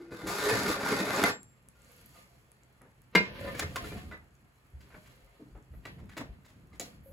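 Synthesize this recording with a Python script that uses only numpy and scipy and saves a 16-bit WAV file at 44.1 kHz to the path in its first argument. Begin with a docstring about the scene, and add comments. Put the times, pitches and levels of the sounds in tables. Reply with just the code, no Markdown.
"""In a home kitchen with a low hum, a crisp pizza is dragged with a cutter wheel onto a thin metal pan.
The drag is dense random clicks, coloured by the crust and ringing in the pan; lone metal tones sing on.
The cheese ticks as it cools (short high sines), then the cutter is laid down with a clunk of struck modes.
The pan slides and rattles on a glass hob, feet thump and an oven door is shut: noise bursts and ringing modes.
Two close microphone ports hear it, with echoes of the kitchen on the close sounds."""
import sys
import numpy as np
from scipy import signal
from scipy.fft import rfft, irfft, next_fast_len
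from scipy.io import wavfile

SR = 44100
rng = np.random.default_rng(int(sys.argv[2]) if len(sys.argv) > 2 else 0)


def wav_record(signal):
    """Record a signal, one row per channel, as 16-bit PCM in the file named by sys.argv[1]."""
    frames = np.transpose(np.atleast_2d(signal))
    bounded = np.clip(frames, -1, 1)
    # unit amplitude maps onto the largest positive 16-bit level
    quanta = np.round(bounded * 32767).astype(np.int16)
    wavfile.write(sys.argv[1], SR, quanta)


N = 314080

# natural tones of the thin pan: pitch_hz, level_db, t60_s (time to die by 60 dB)
PAN_MODES = [(185.6, -9, 0.025), (327.7, 10.5, 0.056), (421, 6.5, 0.075), (487, 1, 0.15), (551, 3, 0.11),
             (586, -14.5, 0.35), (696, 0, 0.14), (833, -4.5, 0.077), (1034, -5.5, 0.08), (1019, -9, 0.081),
             (1221, -6.5, 0.22), (1393, -7.5, 0.17), (1583, -10.5, 0.064), (1749, -4, 0.13),
             (1860, -9.5, 0.087), (2045, -5, 0.15), (2335, -14.5, 0.057), (2506, -8.5, 0.11),
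             (2686, -22, 0.07), (3574, -7.5, .08), (4010, -9, 0.098), (4683, -10, 0.14)]
# the pan is knocked and rocks, and at 3.15 s the cutter lands: start_s, noise_db (strength around 1500 Hz),
# treble_db (6000 Hz against 1500 Hz), # t60_s (noise, at 1000 Hz), ringing_db, ringing_centre_hz
PAN_BLOWS = [(0.119, -39, -39, 0.21, -41, 325), (0.271, -40.5, 4, 0.84, -46, 1500),
             (3.15, -4.5, -14, 0.092, -24, 416), (3.446, -51, -25, 0.072, -38.5, 556),
             (3.473, -44, -12, 0.57, -35.5, 555), (3.547, -45, 1, 1, -40, 490),
             (3.593, -20.5, -6, 0.065, -36, 277), (3.622, -27, -19, 0.091, -33.5, 400),
             (3.758, -19.5, -7.5, 0.064, -41, 1090), (3.841, -49, 0.5, 0.86, -36.5, 395),
             (3.862, -60, -3, .1, -53, 460), (3.918, -51.5, -23, 0.18, -38, 387),
             (3.968, -45, -16, 0.28, -46, 670), (4.111, -33.5, -23, 0.15, -52, 1500),
             (4.13, -42.5, -33, 0.42, -45.5, 1700)]
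# knocks of door and fittings: start_s, noise_db (strength around 1500 Hz),
# bass_db (300 Hz against 1500 Hz), treble_db (6000 Hz against 1500 Hz), t60_s (noise, at 1000 Hz)
DOOR_BLOWS = [(2.81, -52, 3, -33, 0.33), (4.804, -53.5, -27, -4.5, 0.33), (4.903, -51.5, -9, -28.5, 0.55),
              (4.942, -40, -4.5, -31, 0.1), (5.058, -52.5, -25, -5.5, 0.47), (5.396, -71, 33.5, 0, 0.33),
              (5.548, -52.5, 8, -40.5, 0.27), (5.736, -53.5, 7, -33, 0.11), (5.852, -34, -3, -12.5, 0.11),
              (5.982, -52.5, 3.5, -15, 0.39), (6.091, -45, -38, -12.5, 0.4),
              (6.167, -33.5, 3.5, -7.5, 0.22), (6.202, -45, 15, -19, 0.2), (6.446, -56, -2.5, -3.5, 0.53),
              (6.728, -56.5, 2.5, -6, 0.55), (6.796, -40.5, 9, 9.5, 0.19)]
RING_RISE_S = 0.0098   # t60 of the gap that a soft contact leaves before the ring is full


def from_db(db):
    """Turn decibels into a gain."""
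    return 10 ** (np.asarray(db) / 20)


def rms_one(x):
    """Scale a sound to an rms of one."""
    return x / np.sqrt(np.mean(x ** 2) + 1e-20)


def in_time(rows):
    """Draw straight lines between the rows of a time table, sample by sample."""
    s, *columns = np.transpose(rows)
    return [np.interp(np.arange(N) / SR, s, c) for c in columns]


def at_hz(points, hz):
    """Read a table of level against pitch on a log pitch axis."""
    table_hz, table_db = np.array(points)[:, 0], np.array(points)[:, 1]
    return np.interp(np.log(hz), np.log(table_hz), table_db)


def band(x, low_hz, high_hz):
    """Keep only the pitches between two limits (Butterworth filter)."""
    limits = [low_hz, min(high_hz, .45 * SR)]
    return signal.sosfilt(signal.butter(2, limits, "band", fs=SR, output="sos"), x)


def drift(rate_hz):
    """Smoothed noise wanders around zero with a spread of 1; a higher rate wanders faster."""
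    r = np.exp(-80 * np.pi * rate_hz / SR)      # one point per 40 samples
    noise = rng.standard_normal(N // 40 + 2002)
    slow = signal.lfilter([1], [1, -2 * r, r * r], noise)[2000:]
    return np.interp(np.arange(N) / 40, np.arange(len(slow)), rms_one(slow))


def ring(clicks, hz, t60):
    """A resonance: a click of height 1 starts a sine of height 1 that dies away."""
    r, w = from_db(-60 / (t60 * SR)), 2 * np.pi * hz / SR
    return signal.lfilter([0, np.sin(w)], [1, -2 * r * np.cos(w), r * r], clicks + 1e-18)


def grains(per_s, spread_db):
    """Many tiny contacts: random clicks of uneven size and sign, with an rms of one."""
    sizes = from_db(spread_db * np.minimum(rng.exponential(1, N), 5)) * rng.choice([-1, 1], N)
    return rms_one(sizes * (rng.random(N) < per_s / SR))


def pan_body(x, damping, low_hz, high_hz, wander_db):
    """Pan modes in a range: a load shortens them, the moving contact favours now one, now another."""
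    modes = [(hz, db, t60) for hz, db, t60 in PAN_MODES if low_hz < hz < high_hz]
    out = 0
    for k, (hz, db, t60) in enumerate(modes):
        favour_db = wander_db * 2.1 * np.tanh(drift(8.1))
        out = out + (-1) ** k * ring(x * from_db(db + favour_db), hz, t60 * damping)
    return rms_one(out)


def room_tone():
    """Steady air noise, shaped in pitch, and an appliance hum of slowly wavering sines."""
    # colour of the air noise: pitch_hz, level_db (per Hz)
    air_colour = [(25, -9), (50, 14), (123, -1.5), (430, -3), (1330, -5), (2600, -12), (5400, -33.5),
                  (8000, -24), (11000, -29.5), (16000, -39)]
    # appliance hum: pitch_hz, level_db (height of the sine, before its wavering)
    hum_tones = [(127.3, -67.5), (62.6, -73.5)]
    air_db = -70
    hz, t = np.fft.rfftfreq(N, 1 / SR) + 1, np.arange(N) / SR
    air = rms_one(irfft(rfft(rng.standard_normal(N)) * from_db(at_hz(air_colour, hz)), N))
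    hum = sum(from_db(db + 2 * drift(5)) * np.sin(2 * np.pi * f * t) for f, db in hum_tones)
    return from_db(air_db) * air + hum


def drag():
    """Crumbs catch and slip: dense grains, coloured by the crust and ringing in the pan."""
    # crust dragged on the pan: start_s, level_db, groan_db (groan of the pan against the level)
    drag_levels = [(0.0, -60, 12), (0.104, -65, -1), (0.12, -51, 8), (0.188, -53, -2), (0.262, -49, 12.5),
                   (0.27, -38.5, -3.5), (0.362, -38, -6), (0.44, -32.5, 0), (0.67, -35.5, -5),
                   (0.702, -31, 0.5), (0.762, -41, -12), (0.9, -32.5, -2), (0.968, -36.5, -1),
                   (1.012, -32.5, -28), (1.038, -36, -2), (1.268, -30, -23), (1.292, -31, -2),
                   (1.45, -85.5, 7)]
    # the crust catches and lets go: start_s, jump_db (sudden change of level)
    crust_catches = [(0.218, 11), (0.387, 10), (0.433, -9), (0.497, 7.5), (0.523, 7), (0.673, 1),
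                     (0.706, -9.5), (0.832, 9.5), (0.889, 10), (0.926, 4.5), (1.008, -4), (1.106, 14),
                     (1.162, -4.5), (1.238, 24)]
    # colour of the crust: pitch_hz, level_db (per Hz)
    crust_colour = [(40, -45), (124, -11.5), (340, 5.5), (900, -9.5), (1400, -6), (2300, -19),
                    (2950, -23.5), (4400, -17.5), (7000, -24), (11000, -24), (16000, -33)]
    catch_fade_s = 0.0029   # time for a jump to shrink to about a third
    # a firmer drag is brighter: level in dB when the drag is at -35 dB, and dB per dB of drag level
    treble_db, treble_follows = -43, 1.31
    bass_db, bass_follows = -41, 0.71
    # as more of the pizza lies on the pan the drag darkens; the levels above hold at 0.7 s
    treble_db_per_s, bass_db_per_s = -6.5, 1

    level_db, groan_db = in_time(drag_levels)
    (s, db), jump_db = np.transpose(crust_catches), np.zeros(N)
    jump_db[(s * SR).astype(int)] = db
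    jump_db = signal.lfilter([1], [1, -np.exp(-1 / (catch_fade_s * SR))], jump_db + 1e-18)
    rub = grains(6000, 3.1) * from_db(1.3 * drift(55) + jump_db)
    crust_gain = from_db(at_hz(crust_colour, np.fft.rfftfreq(N, 1 / SR) + 1))
    coloured = irfft(rfft(rub) * crust_gain, N)

    middle = rms_one(band(coloured, 550, 3000))
    middle = middle + from_db(-1) * pan_body(rub, .45, 520, 2700, wander_db=3.0)
    bright = rms_one(-band(coloured, 2200, 15400))
    bright = bright + from_db(-7.5) * pan_body(rub, 1.0, 3000, 5000, wander_db=4.0)
    groan = pan_body(rub, 1.0, 250, 520, wander_db=6.0)
    groan = groan + from_db(-7.5) * rms_one(band(coloured, 274, 404))
    bass = rms_one(band(band(coloured, 39, 270), 28, 267))

    firmness_db, later_s = level_db + 35, np.arange(N) / SR - .7
    treble_now_db = treble_db + treble_follows * firmness_db + treble_db_per_s * later_s
    bass_now_db = bass_db + bass_follows * firmness_db + bass_db_per_s * later_s + 2.8 * drift(3.3)
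    sound = from_db(level_db) * (rms_one(middle) + from_db(groan_db) * rms_one(groan))
    sound += from_db(treble_now_db) * rms_one(bright * from_db(1.2 * drift(36)))
    sound += from_db(bass_now_db) * bass
    return sound * (np.arange(N) < drag_levels[-1][0] * SR)


def wheel():
    """The steel wheel sings when it lifts off; other lone metal modes ring out as dying sines too."""
    # cutter wheel ringing free: start_s, pitch_hz, level_db, t60_s
    wheel_tones = [(1.316, 7440, -53.5, 0.51)]
    # single metal modes left ringing: start_s, pitch_hz, level_db, t60_s
    lone_tones = [(0.0, 338, -41, 0.84), (0.12, 1510, -53, 0.52), (0.42, 426, -27.5, 0.29),
                  (0.465, 424, -26, .2), (0.512, 436, -25, .1), (1.75, 1410, -69, 0.64),
                  (3.409, 564, -38, 0.11), (3.51, 539, -38, 0.24), (3.461, 1010, -43.5, 0.22),
                  (3.471, 1225, -44, 0.25), (3.475, 1787, -43, 0.27), (3.545, 1700, -39, 0.063),
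                  (3.546, 2260, -40.5, 0.08), (3.62, 1820, -29, 0.047), (3.632, 2120, -44, .1),
                  (3.767, 1067, -36, 0.16), (3.84, 1385, -39.5, 0.06), (3.905, 2370, -49, 0.12),
                  (3.95, 737, -47, 0.31), (4.114, 1480, -39, 0.066), (4.12, 2000, -39, 0.094),
                  (4.96, 614, -52.5, 0.22), (6.72, 1200, -59, .1), (6.729, 2070, -56, 0.086),
                  (6.797, 526, -38.5, 0.072), (6.812, 692, -39.5, 0.1), (7.058, 544, -54.5, 1.2)]
    out, t = np.zeros(N + SR), np.arange(SR // 2) / SR
    waver = np.pad(.6 * drift(15), (0, SR))      # phase wander in radians
    for s, hz, db, t60 in wheel_tones + lone_tones:
        i = round(s * SR)
        tone = np.sin(2 * np.pi * hz * t + waver[i:][:len(t)])
        rise = np.clip(t / 0.0032, 0, 1)
        out[i:][:len(t)] += tone * rise * from_db(db - 60 * t / t60)
    return out[:N] * from_db(3 * np.tanh(drift(35)))      # light contact makes the rings flutter


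def ticks():
    """Bright snaps are short sines, the harder ones ringing longer, with many fainter clicks between."""
    # small hard ticks: start_s, peak_db, pitch_hz
    snaps = [(1.163, -28.5, 7000), (1.4317, -39, 8900), (1.687, -40, 9100), (1.8195, -47.5, 8000),
             (1.847, -48.5, 7100), (1.919, -47.5, 11600), (1.9654, -47, 11400), (2.013, -47, 11400),
             (2.0607, -41, 11700), (2.5177, -43, 9500), (2.6346, -48, 7460), (2.818, -45.5, 9900),
             (4.308, -58, 7800), (4.353, -52.5, 7000), (5.6264, -54, 7070), (6.797, -28, 7040)]
    out = band(from_db(-83.5) * grains(50, 4.6) + 1e-18, 7400, 15000)
    t = np.arange(900) / SR
    for s, peak_db, hz in snaps:
        t60 = 0.00091 + 0.22 * from_db(peak_db)
        out[round(s * SR):][:len(t)] += np.sin(2 * np.pi * hz * t) * from_db(peak_db - 60 * t / t60)
    return out


def knock_noise():
    """Each knock on pan or door is a burst of noise, built band by band, dying faster in the treble."""
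    pan_bass_db = -16.5   # noise at 300 Hz against 1500 Hz: thin metal has little body
    blows = [(s, db, pan_bass_db, treble_db, t60) for s, db, treble_db, t60, *_ in PAN_BLOWS]
    blows += list(DOOR_BLOWS)
    edges_hz = (30 * 2 ** np.arange(0, 9.6, .5))[3:]      # half-octave bands
    out, time = np.zeros(N + SR), np.arange(SR // 2) / SR
    white = rng.standard_normal((2, N + SR))      # neighbouring bands use different noise
    white[:, :N] *= from_db(3 * drift(50))      # loose parts chatter
    for k, (low, high) in enumerate(zip(edges_hz, edges_hz[1:])):
        hz, noise = np.sqrt(low * high), rms_one(band(white[k % 2], low, high))
        for s, mid_db, low_db, high_db, t60 in blows:
            i, t = round(s * SR), time[:round(1.3 * t60 * SR)]
            colour = [(60, low_db - 13.5), (300, low_db), (1500, 0.0057), (6000, high_db),
                      (16000, high_db - 6.5)]
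            band_db = mid_db + at_hz(colour, hz) - 13      # share of one band
            band_t60 = t60 * (1000 / hz) ** 0.052
            rise = 1 - np.exp(-t * min(hz, 900) * 0.5)
            shape = rise * from_db(band_db - 60 * t / band_t60)
            out[i:i + len(t)] += shape * (1 - 2 * t) * noise[i:i + len(t)]
    return out[:N]


def pan_rings():
    """Knocks on the pan ring its modes, most strongly those near the knock's own pitch."""
    out, clicks = np.zeros(N), np.zeros(N)
    s, *_, ringing_db, centre_hz = np.transpose(PAN_BLOWS)
    for hz, db, t60 in PAN_MODES:
        near_db = -np.minimum(60 * np.abs(np.log2(hz / centre_hz)), 10)      # far modes are struck weakly
        strike_db = ringing_db + db + near_db + rng.normal(0, 0.9, len(s))
        clicks[np.round(s * SR).astype(int)] = from_db(strike_db)
        out += ring(clicks, hz, min(t60, 130 / hz + .06)) - ring(clicks, hz, RING_RISE_S)
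    return out


def thumps():
    """A soft push rings floor and cabinets for a few cycles: a low sine with a fainter one above."""
    # footfalls and dull bumps: start_s, level_db (before the soft rise), pitch_hz, t60_s
    bumps = [(0.518, -29, 116, 0.3), (3.156, -15.5, 180.7, 0.12), (3.198, -24, 195, 0.14),
             (3.502, -42.5, 109, 0.21), (3.632, -29, 82, 0.23), (3.819, -30, 59.6, 0.078),
             (4.035, -40, 77, 0.5), (4.735, -34.5, 68.4, 0.21), (4.928, -45, 41.3, 0.14),
             (5.22, -50.5, 47.9, 0.35), (5.508, -43.5, 49.7, 0.19), (5.548, -33, 52.5, 0.094),
             (5.705, -35.5, 74.7, 0.14), (5.757, -35.5, 54.6, 0.19), (6.177, -41, 135.4, 0.36),
             (6.29, -30, 56.2, 0.12), (6.62, -48.5, 50.2, 0.18), (7.1, -43.5, 77.5, 0.24)]
    out, t = np.zeros(N + SR), np.arange(SR // 2) / SR
    for s, level_db, hz, t60 in bumps:
        wave = np.sin(2 * np.pi * hz * t) + 0.25 * np.sin(2 * np.pi * 1.8 * hz * t)
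        rise = 1 - np.exp(-t / 0.0066)
        out[round(s * SR):][:len(t)] += wave * rise * from_db(level_db - 60 * t / t60)
    return out[:N]


def rustle():
    """Fine rubbing of grains, each rub swelling and fading, and a lumpy noise rumble of movement."""
    # level of the rumble of movement: time_s, level_db (before its random wander)
    rumble_levels = [(1.4, -65), (1.62, -69), (2.13, -64), (2.78, -71), (3.17, -65), (3.28, -49.5),
                     (3.79, -46.5), (3.96, -47), (4.3, -64), (4.63, -70), (4.95, -57), (5.3, -69.5),
                     (5.97, -52), (6.2, -54), (6.51, -60.5), (7.12, -57)]
    # slides and brushes of cloth: start_s, length_s, level_db, treble_db (against the level)
    rubs = [(1.66, 1, -67.5, -1.5), (2.107, 0.2, -67.5, -2.5), (3.11, 0.3, -42, -47),
            (3.224, 0.76, -47.5, -12.5), (3.674, 0.57, -51, -8), (4.721, 0.92, -69, -6.5),
            (5.813, 0.21, -56, -19), (6.097, 0.37, -68, -20), (6.79, 0.23, -59, -6.5)]
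    rise_share, fall_share = 0.26, 0.66   # shares of the length
    floor_db, treble_floor_db = -77, -80.5   # faint stir between the rubs

    t = np.arange(N) / SR
    middle_gain, treble_gain = from_db(floor_db), from_db(treble_floor_db)
    for s, length, db, treble_db in rubs:
        part = (t - s) / length
        swell = np.clip(np.minimum(part / rise_share, (1 - part) / fall_share), 0, 1) ** 2
        middle_gain = middle_gain + swell * from_db(db)
        treble_gain = treble_gain + swell * from_db(db + treble_db)

    rub = grains(7000, 2.5)
    metal = from_db(2.5) * pan_body(rub, 0.34, 400, 3000, wander_db=4.0)
    body = rms_one(rms_one(band(rub, 250, 2800)) + metal)
    middle = middle_gain * from_db(1.5 * drift(20)) * body
    fine = rms_one(from_db(5.0) * band(rub, 5300, 13000) - band(rub, 2600, 5800))
    fine = fine + from_db(-10.0) * pan_body(rub, .2, 2200, 5000, wander_db=3.0)
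    treble = treble_gain * from_db(0.88 * drift(25)) * rms_one(fine)
    rumble_db, = in_time(rumble_levels)
    low_noise = rms_one(band(rng.standard_normal(N), 42, 190))
    rumble = from_db(rumble_db + 2.5 * drift(12)) * low_noise
    return (middle + treble + rumble) * (t > rumble_levels[0][0])


def door_rings():
    """Each knock on the door clatters three times on the panel's modes, unevenly, tilted as its noise is."""
    # natural tones of the door panel: pitch_hz, level_db, t60_s
    panel_modes = [(311, -2.5, 0.033), (434, 2.5, 0.053), (579, -8, 0.079), (940, -21.5, 0.048),
                   (1516, -5.5, 0.058), (1942, 3, 0.052), (2270, 3, 0.059), (2760, 1, 0.035),
                   (3430, -4, 0.075), (4030, 3, 0.05), (4750, -0.5, 0.046)]
    ring_db = -11.5   # ring of the panel against the noise setting
    clatter_s, clatter_loss_db = .018, 6.5   # average gap and loss from touch to touch
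    out = 0
    s, db, bass_db, treble_db, _ = np.transpose(DOOR_BLOWS)
    uneven_db = rng.normal(0, 3, (len(s), len(panel_modes), 3))
    late = rng.uniform(.5, 1.5, (len(s), 3)) * [0, 1, 2]      # in gaps after the first touch
    touch_at = np.round((s[:, None] + clatter_s * late) * SR).astype(int)
    for k, (hz, mode_db, mode_t60) in enumerate(panel_modes):
        octaves, clicks = np.log2(hz / 1500), np.zeros(N)
        if octaves < 0:
            tilt_db = bass_db * min(-octaves / 2.3, 1)
        else:
            tilt_db = treble_db * octaves / 2
        first_db = (db + ring_db + mode_db + tilt_db)[:, None]
        touch_db = first_db + uneven_db[:, k] - clatter_loss_db * np.arange(3)
        clicks[touch_at] = from_db(touch_db)
        out = out + ring(clicks, hz, mode_t60) - ring(clicks, hz, RING_RISE_S)
    return out


def clunk():
    """A blow and its bounces strike every mode of cutter and counter; times set how soft each touch is."""
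    # cutter laid down, bouncing: start_s, strike_db (strength before softening)
    touches = [(3.1505, -23.5), (3.1543, -10.5), (3.169, -26), (3.205, -16), (3.271, -27)]
    # natural tones of cutter and counter: pitch_hz, level_db, t60_s
    cutter_modes = [(451, -6.5, 0.061), (468.7, -18.5, 0.16), (374, -16, 0.1), (620, -21.5, 0.13),
                    (992.5, -16, 0.16), (1376, -23.5, 0.14), (1608, -13.5, 0.14), (1858, -27, 0.21),
                    (2115, -4.5, 0.14), (1997, -26, 0.2), (2342, -20, 0.2), (2420, -14, 0.19),
                    (2546, -23, 0.18), (2778, -22.5, 0.15), (2848, -13, 0.14), (3430, -24.5, 0.099),
                    (3930, -24, 0.17), (4810, -15, 0.067), (5810, -24.5, .1)]
    out, click = 0, np.zeros(N)
    s, strike_db = np.transpose(touches)
    for k, (hz, db, t60) in enumerate(cutter_modes):
        soft_db = -90 * (s - s[0]) * np.log2(hz / 400)      # later touches are duller
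        uneven = np.append(1, rng.uniform(0.7, 1.0, len(s) - 1))
        click[np.round(s * SR).astype(int)] = from_db(strike_db + db + soft_db) * uneven
        out = out + (-1) ** k * ring(click, hz, t60)
    return band(out, 110, 16000)


def hisses():
    """Short thin hisses: smooth swells of very high noise."""
    # start_s, length_s, level_db (at the top of the swell)
    swells = [(5.71, 0.11, -76.5), (7.021, 0.12, -67.5)]
    t = np.arange(N) / SR
    gain = sum(from_db(db) * np.sin(np.pi * np.clip((t - s) / length, 0, 1)) for s, length, db in swells)
    return gain * rms_one(band(rng.standard_normal(N), 11000, 14000))


def kitchen(x):
    """The walls return a dense tail of echoes, made of dying noise that grows duller with time."""
    t60_s = 0.22   # of the lower part; the treble dies half as fast again
    t = np.arange(SR // 2) / SR
    noise = rng.standard_normal(len(t)) * (1 - np.exp(-t / 0.003))
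    tail = band(noise, 53, 3900) * from_db(-60 * t / t60_s)
    tail += band(noise, 1600, 12000) * from_db(4.0 - 90 * t / t60_s)
    return signal.fftconvolve(x, tail / np.sqrt(np.sum(tail ** 2)))[:N]


def ports(x, side_table):
    """Left and right differ by a scattered copy; in the treble one port hears the other late and inverted."""
    port_lag_s, port_from_hz = .000222, 6500
    size = next_fast_len(N + SR // 4)
    hz, mid = np.fft.rfftfreq(size, 1 / SR) + 1e-3, rfft(x, size)
    side = mid * from_db(at_hz(side_table, hz))
    for lag_s in rng.uniform(0.00033, 0.012, 5):      # short echo filters scatter phase and ripple the level
        z = np.exp(-2j * np.pi * hz * lag_s)
        side = side * (z - .6) / (1 - 0.28 * z)
    treble_share = .92 / (1 + (port_from_hz / hz) ** 24)
    late = -np.exp(-2j * np.pi * hz * port_lag_s)
    treble = mid * from_db(4.5) * np.array([late, np.ones_like(late)])
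    both = mid + side * [[1], [-1]]
    return irfft((1 - treble_share) * both + treble_share * treble, size)[:, :N]


def scene():
    """Close sounds with their echoes, then the background; the cutter lands to the left."""
    # width of the close sounds: pitch_hz, side_db (left-right difference against the middle, before scatter)
    near_width = [(60, -20), (120, -15), (240, -24.5), (480, -16), (950, -11), (1890, -3), (3770, -5),
                  (7520, -1.5), (15000, 8.5)]
    # width of the background: pitch_hz, side_db (likewise)
    far_width = [(60, -14.5), (150, -18.5), (380, -9), (950, -3.5), (2380, -1), (5980, -2), (15000, -10.5)]
    cutter = clunk()
    near = drag() + wheel() + ticks() + knock_noise() + pan_rings() + door_rings() + cutter
    near = near + from_db(-12.0) * kitchen(near)
    background = room_tone() + thumps() + rustle() + hisses()
    close = ports(near, near_width) * from_db([[.3], [-.3]])      # left a little louder
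    return close + .15 * cutter * [[1], [-1]] + ports(background, far_width)


def record(dry):
    """Filters cut the lowest bass and the top."""
    dry = signal.sosfilt(signal.butter(2, 32, "high", fs=SR, output="sos"), dry)
    # from 16700 Hz up, everything is at least 70 dB down
    return signal.sosfilt(signal.cheby2(14, 70, 16700, fs=SR, output="sos"), dry)


dry = scene()
out = record(dry)
wav_record(out)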